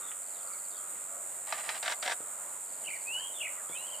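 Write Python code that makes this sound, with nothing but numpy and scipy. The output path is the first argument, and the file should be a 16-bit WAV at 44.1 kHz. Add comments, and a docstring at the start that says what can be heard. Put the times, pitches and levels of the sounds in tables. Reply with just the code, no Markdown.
"""A cicada-like insect drones high and steady in dry bushland, its membrane clicking in fast groups.
Close to the microphone two camera shutters fire twice each, clattering like short snorts.
Birds whistle, warble and trill in the scrub, and the hooves of two sparring zebras thud softly.
There is one dry tick, and behind it all a light breeze and the distant rush of open country."""
import sys
import numpy as np
from scipy import signal
from scipy.fft import rfft, irfft
from scipy.io import wavfile
from scipy.ndimage import uniform_filter1d

SR = 44100
rng = np.random.default_rng(int(sys.argv[2]) if len(sys.argv) > 2 else 0)


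def put_to_file(sound):
    """Save the sound as 16-bit audio at rate SR, in the file named by the first command-line argument."""
    columns = np.atleast_2d(sound).T  # one column per channel
    safe = np.clip(columns, -1, 1)
    whole_steps = np.round(safe * 32767)
    wavfile.write(sys.argv[1], SR, whole_steps.astype(np.int16))


N = 176400
T = np.arange(N) / SR


def insect():
    """A membrane buckles, two ribs a stroke; a second beat opens and shuts its resonator, so it throbs."""
    # the four strokes of one membrane cycle: direction (in or out), second_rib_delay_s
    strokes = [(1, .00072), (-1, .00081), (1, .00077), (1, .00086)]
    # spectrum of the resonator: frequency_hz, gain_db
    drone_colour = [(3530, -40), (6000, -26), (6480, -15), (6620, -11), (6970, -1.5), (7260, -0.5),
                    (7330, 4.5), (7780, 7.5), (8430, 0.5), (9040, 6.5), (9320, -3.5), (9500, -9.5),
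                    (10200, 0.5), (10500, -36.5), (10600, -21), (13800, -78), (22000, -120)]
    # spectrum of the sizzle above it: frequency_hz, gain_db
    sizzle_colour = [(10700, 0), (11500, -1), (12400, 3), (13400, -1.5), (14500, 1), (14900, -1),
                     (15600, -22)]
    click_hz, group_hz, throb_hz = 370.5, 95.1, 8.9
    jitter_s, scatter_db, second_rib_db, open_share = 3.5e-6, .8, 5, .58
    foliage = dict(t60_s=.03, side_db=-2)

    clock = np.cumsum(1 + .0014 * walk(20)) / SR  # the click rate wanders slightly
    k = np.arange(int(clock[-1] * click_hz))
    jitter, scatter = rng.standard_normal((len(k), 2)).T
    direction, rib_delay = np.array(strokes)[k % len(strokes)].T
    times = np.interp(k / click_hz, clock, T) + jitter_s * jitter
    sizes = direction * undb(scatter_db * scatter)

    beat = np.cos(2 * np.pi * group_hz * k / click_hz) - np.cos(np.pi * open_share)
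    grouped = sizes * (1.5 + .5 * np.tanh(8 * beat))  # twice as strong with the resonator open
    ribs = clicks(times, grouped) + undb(second_rib_db) * clicks(times + rib_delay, grouped)
    drone = colour(ribs, drone_colour, skirt_db=64)
    drone = undb(-41.5) * off_centre(drone, left_db=-2.1, lag_s=21e-6)
    sizzle = colour(clicks(times, sizes), sizzle_colour, skirt_db=142)  # even, not grouped
    sizzle = undb(-59.5) * off_centre(sizzle, left_db=2, lag_s=10e-6)
    sizzle = scrub(sizzle, wet_db=0, **foliage)

    # farther insects blend into a haze
    haze = undb(-49) * colour(noise(side_db=-2), drone_colour, skirt_db=81)
    haze += undb(-59.5) * colour(noise(side_db=-2), sizzle_colour, skirt_db=144)
    throb_db = .61 * (np.sin(2 * np.pi * throb_hz * T + walk(3)) + .63 * walk(10))
    return undb(throb_db) * (scrub(drone + sizzle, wet_db=-8, **foliage) + haze)


def shutter(shots, strokes, body, rings, motor_s, motor_db=-16.5):
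    """Each shot runs the same chain of strokes over a whirring motor, all ringing the camera body."""
    power = np.zeros(N)
    for start, db in shots:
        motor_on = (T > start + motor_s[0]) & (T < start + motor_s[1])
        motor = uniform_filter1d(1. * motor_on, size=300)
        power += (undb(db + motor_db) * motor) ** 2
        for delay, stroke_db, attack, decay in strokes:
            power += (undb(db + stroke_db) * blow(start + delay, attack, decay)) ** 2
    rattle = unit(np.tanh(noise(side_db=-11)))
    clatter = colour(np.sqrt(power) * rattle, body, rings, skirt_db=8)
    return scrub(clatter, wet_db=-17, t60_s=.22, side_db=5)


def soft_camera():
    """The first camera, close by: its motor starts just ahead of each snap."""
    # shutter releases: start_s, level_db
    shots = [(1.524, -30.5), (1.690, -29)]
    # strokes of one shot: delay_s, gain_db, attack_s, decay_s
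    strokes = [(-.017, -17, 0.0023, 0.0033), (0, 3.5, 0.00044, 0.0068), (.008, -9.5, .002, 0.02),
               (0.055, -10.5, 0.0022, 0.031)]
    # spectrum of the body: frequency_hz, gain_db
    body = [(88, -51), (150, -26), (338, -21), (825, -1), (1030, -6), (1180, -8.5), (1470, -6),
            (1860, -1.5), (3370, -10), (4000, -16), (4330, -13), (5140, -14), (6300, -19), (8190, -48),
            (13900, -120)]
    # its resonances: centre_hz, width_hz, lift_db
    rings = [(653, 92, 7), (1197, 107, 13), (1800, 150, 0.5), (3990, 150, 13.5)]
    return shutter(shots, strokes, body, rings, motor_s=(-.056, .096))


def loud_camera():
    """The second camera, close by: mirror, curtain and winder strike in a longer clatter."""
    # shutter releases: start_s, level_db
    shots = [(1.827, -25.5), (2.0255, -25)]
    # strokes of one shot: delay_s, gain_db, attack_s, decay_s
    strokes = [(0, -6.5, 0.00044, 0.012), (0.026, -6, 0.012, 0.0045), (0.0509, -0.5, 0.00053, 0.0061),
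               (.057, -23, .001, .005), (.07, -6.5, .0015, 0.013), (.084, -8, .002, .006),
               (.09, -4.5, 0.0043, 0.0088), (.101, -21, 0.0018, 0.0087)]
    # spectrum of the body: frequency_hz, gain_db
    body = [(88, -78), (150, -32.5), (255, -19.5), (383, -21), (739, 4.5), (851, -12), (935, -7.5),
            (1060, -16.5), (1150, -8.5), (1690, -1), (2390, -6.5), (3760, -9), (6300, -17), (8190, -16),
            (13900, -120)]
    # its resonances: centre_hz, width_hz, lift_db
    rings = [(694, 91, -3), (953, 110, 8), (1172, 39, 8), (1610, 110, 3), (2065, 35, 8.5), (3760, 270, 3.5),
             (5760, 340, 4)]
    return shutter(shots, strokes, body, rings, motor_s=(0, .1137))


def birds():
    """One long rising whistle, warbled notes and slowing trills, echoed by the bushes."""
    # course of the whistle: time_s, pitch_hz, level_db
    whistle = [(3.055, 2390, -59), (3.08, 2560, -41), (3.109, 2653, -40.5), (3.135, 2884, -41),
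               (3.163, 2930, -35.5), (3.216, 3116, -46.5), (3.275, 3240, -48), (3.314, 3180, -63)]
    # gliding notes: start_s, length_s, first_hz, middle_hz, last_hz, level_db, warble_depth_hz
    notes = [(.01, 0.13, 3700, 3480, 3190, -60.5, 130), (0.322, 0.12, 4270, 3560, 3150, -64, 140),
             (.5, 0.078, 2270, 2217, 2160, -60, 102), (0.702, 0.14, 3940, 3400, 3360, -60.5, 145),
             (2.834, .15, 3270, 2394, 2005, -44, 164), (3.141, 0.093, 1380, 1595, 2070, -57.5, 16),
             (3.326, 0.12, 3800, 3390, 3220, -52.5, 95), (3.375, 0.14, 3247, 2430, 2087, -41.5, 170),
             (3.565, 0.055, 2186, 1850, 1640, -55.5, 100), (3.672, 0.092, 3350, 3396, 3580, -56, 92),
             (3.704, 0.17, 1980, 2714, 2980, -48.5, 25), (3.744, 0.039, 3350, 3000, 2800, -51, 220),
             (3.768, 0.063, 3820, 3980, 4200, -56, 46), (3.86, .055, 3250, 3100, 2500, -51, 50),
             (3.909, 0.055, 3220, 3050, 2820, -47, 41), (3.965, 0.1, 3150, 3050, 2830, -60.5, 80)]
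    # trills of a small bird: start_s, level_db
    trills = [(0.221, -53.5), (1.468, -55), (2.648, -54), (3.86, -52)]
    # chips of one trill: delay_s, gain_db
    chips = [(0, -13), (.037, -11), (.076, -9.5), (.116, -10.5), (.156, -10), (.198, -9), (.244, -6),
             (.301, -4.5), (0.358, -7.5), (.419, -6.5), (0.48, -6.5), (.539, -4.5)]
    quaver_hz, warble_hz = 58, 46
    chip_s, chip_from_hz, chip_to_hz = .026, 5050, 4000

    times, pitches, levels = np.array(whistle).T
    quaver = 33.4 * (np.sin(2 * np.pi * quaver_hz * T) + .5 * walk(150))
    envelope = undb(np.interp(T, times, levels)) * ((T > times[0]) & (T < times[-1]))
    song = envelope * tone(np.interp(T, times, pitches) + quaver)

    warble = np.sin(2 * np.pi * warble_hz * T) + .5 * walk(300)
    flutter = undb(3.25 * walk(120))
    for start, length, first, middle, last, db, depth in notes:
        on = (T > start) & (T < start + length)
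        progress = (T[on] - start) / length
        arch = np.polyfit([0, .5, 1], [first, middle, last], 2)
        pitch = np.polyval(arch, progress) + depth * warble[on]
        song[on] += undb(db) * np.sin(np.pi * progress) * flutter[on] * tone(pitch)

    for start, db in trills:
        for delay, chip_db in chips:
            on = (T > start + delay) & (T < start + delay + chip_s)
            progress = (T[on] - start - delay) / chip_s
            pitch = chip_from_hz + (chip_to_hz - chip_from_hz) * progress
            song[on] += undb(db + chip_db) * np.sin(np.pi * progress) * tone(pitch)
    return scrub(song, wet_db=-5, t60_s=.42, side_db=-5)


def hooves():
    """Zebra hooves land on dry ground with soft, low thuds."""
    # hoof falls: start_s, level_db
    falls = [(.939, -55), (1.359, -52), (2.202, -43.5), (2.224, -56), (2.879, -48), (2.955, -58),
             (3.694, -44), (3.709, -54)]
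    # spectrum of a thud: frequency_hz, gain_db
    thud_colour = [(70, -23), (130, -2.5), (260, -3), (600, 0.5), (1500, -19), (5000, -23)]
    return knocks(falls, thud_colour, decay_s=.0059)


def dry_tick():
    """One small, bright impact near the start."""
    # the impact: start_s, level_db
    ticks = [(.114, -45)]
    # its spectrum: frequency_hz, gain_db
    tick_colour = [(600, -22), (1400, 2), (3000, 7), (5000, -30)]
    return knocks(ticks, tick_colour, decay_s=.0058)


def air():
    """Distant rush of open country, with a breeze that slowly turns lower in tone."""
    # spectrum of the rush: frequency_hz, gain_db
    rush_colour = [(24, -33), (40, -30.5), (156, -14.5), (319, -11), (573, -5.5), (611, -1), (650, -6.5),
                   (909, -5), (989, -4.5), (1100, -17.5), (1270, -10.5), (1850, -9), (2060, -9.5),
                   (3070, -17.5), (4470, -19.5), (5180, -28), (6000, -21), (7800, -34), (13200, -120)]
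    # bands of breeze in the grass: centre_hz, width_hz, start_level_db, end_level_db
    breeze = [(1293, 230, -55.5, -63), (627.6, 157, -65, -56), (962, 230, -71.5, -55.5)]
    rush = undb(-55.5 + .93 * walk(8.16)) * colour(noise(side_db=-7), rush_colour, skirt_db=15)
    for hz, width, first, last in breeze:
        band = colour(noise(side_db=-6), [(hz - width / 2, 0), (hz + width / 2, 0)], skirt_db=66)
        drift_db = first + (last - first) * T / T[-1]
        rush += band * undb(drift_db + 3.6 * walk(7.3))
    return rush


def scrub(x, wet_db, t60_s, side_db):
    """Direct sound plus a diffuse tail from ground and bushes."""
    tail = noise(side_db)[:, :SR // 2] * np.exp(-np.log(1000) * T[:SR // 2] / t60_s)
    tail /= np.sqrt(np.sum(tail ** 2) / 2)
    return x + undb(wet_db) * signal.fftconvolve(np.atleast_2d(x), tail, axes=1)[:, :N]


def off_centre(x, left_db, lag_s):
    """A source a little to one side, at rms 1; it reaches the right channel later."""
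    hz = np.arange(N // 2 + 1) * SR / N
    late = irfft(rfft(x) * np.exp(-2j * np.pi * hz * lag_s), N)
    return unit(np.array([x * undb(left_db / 2), late * undb(-left_db / 2)]))


def knocks(hits, spectrum, decay_s):
    """Short impacts on the ground: bursts of noise that carry into the bushes."""
    force = sum(undb(db) * blow(start, .003, decay_s) for start, db in hits)
    return scrub(colour(force * noise(side_db=-11), spectrum), wet_db=-8, t60_s=.58, side_db=-12)


def clicks(times, sizes):
    """Sharp clicks, placed between samples by a windowed sinc."""
    train, taps = np.zeros(N), np.arange(-8, 9)
    position = times[:, None] * SR
    index = position.astype(int) + taps
    np.add.at(train, index % N, sizes[:, None] * np.sinc(index - position) * np.hanning(len(taps)))
    return train


def blow(start, attack, decay):
    """A quick rise and an exponential fall."""
    return np.clip((T - start) / attack, 0, 1) * np.exp(-np.maximum(T - start - attack, 0) / decay)


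def tone(hz):
    """A pure whistle on a pitch curve."""
    return np.sqrt(2) * np.sin(2 * np.pi * np.cumsum(hz) / SR)


def colour(x, points, rings=(), skirt_db=24):
    """Unit-power filter through (Hz, dB) points plus resonances, falling skirt_db an octave outside."""
    f = np.arange(N // 2 + 1) * SR / N + 1
    hz, db = np.array(points, float).T
    octaves_outside = np.abs(np.log2(f / np.clip(f, hz[0], hz[-1])))
    curve_db = np.interp(np.log2(f), np.log2(hz), db) - skirt_db * octaves_outside
    for centre, width, lift in rings:
        curve_db += lift / (1 + (2 * (f - centre) / width) ** 2)
    gain = unit(undb(np.maximum(curve_db, -100)))
    cepstrum = irfft(np.log(gain), N)
    cepstrum[1:N // 2] *= 2  # minimum phase: the ringing follows the strike
    cepstrum[N // 2 + 1:] = 0
    return irfft(rfft(x) * np.exp(rfft(cepstrum)), N)


def noise(side_db):
    """Stereo white noise; side_db sets its width."""
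    mid, side = rng.standard_normal((2, N))
    return unit(mid + undb(side_db) * side * np.array([[1], [-1]]))


def walk(rate_hz):
    """Smooth random wander at rms 1."""
    hold = max(int(SR / rate_hz), 1)
    steps = np.repeat(rng.standard_normal(N // hold + 1), hold)
    return unit(uniform_filter1d(uniform_filter1d(steps, hold), hold)[:N])


def undb(db):
    """Decibels to gain."""
    return 10 ** (np.asarray(db) / 20)


def unit(x):
    """Scale to rms 1."""
    return x / np.sqrt(np.mean(x ** 2))


def scene():
    """Everything that reaches the stereo microphone."""
    return soft_camera() + loud_camera() + hooves() + dry_tick() + air() + birds() + insect()


def record(dry):
    """The recorder cuts the top steeply."""
    top_hz = 15600
    return signal.sosfilt(signal.ellip(10, .2, 80, top_hz, fs=SR, output="sos"), dry)


dry = scene()
out = record(dry)
put_to_file(out)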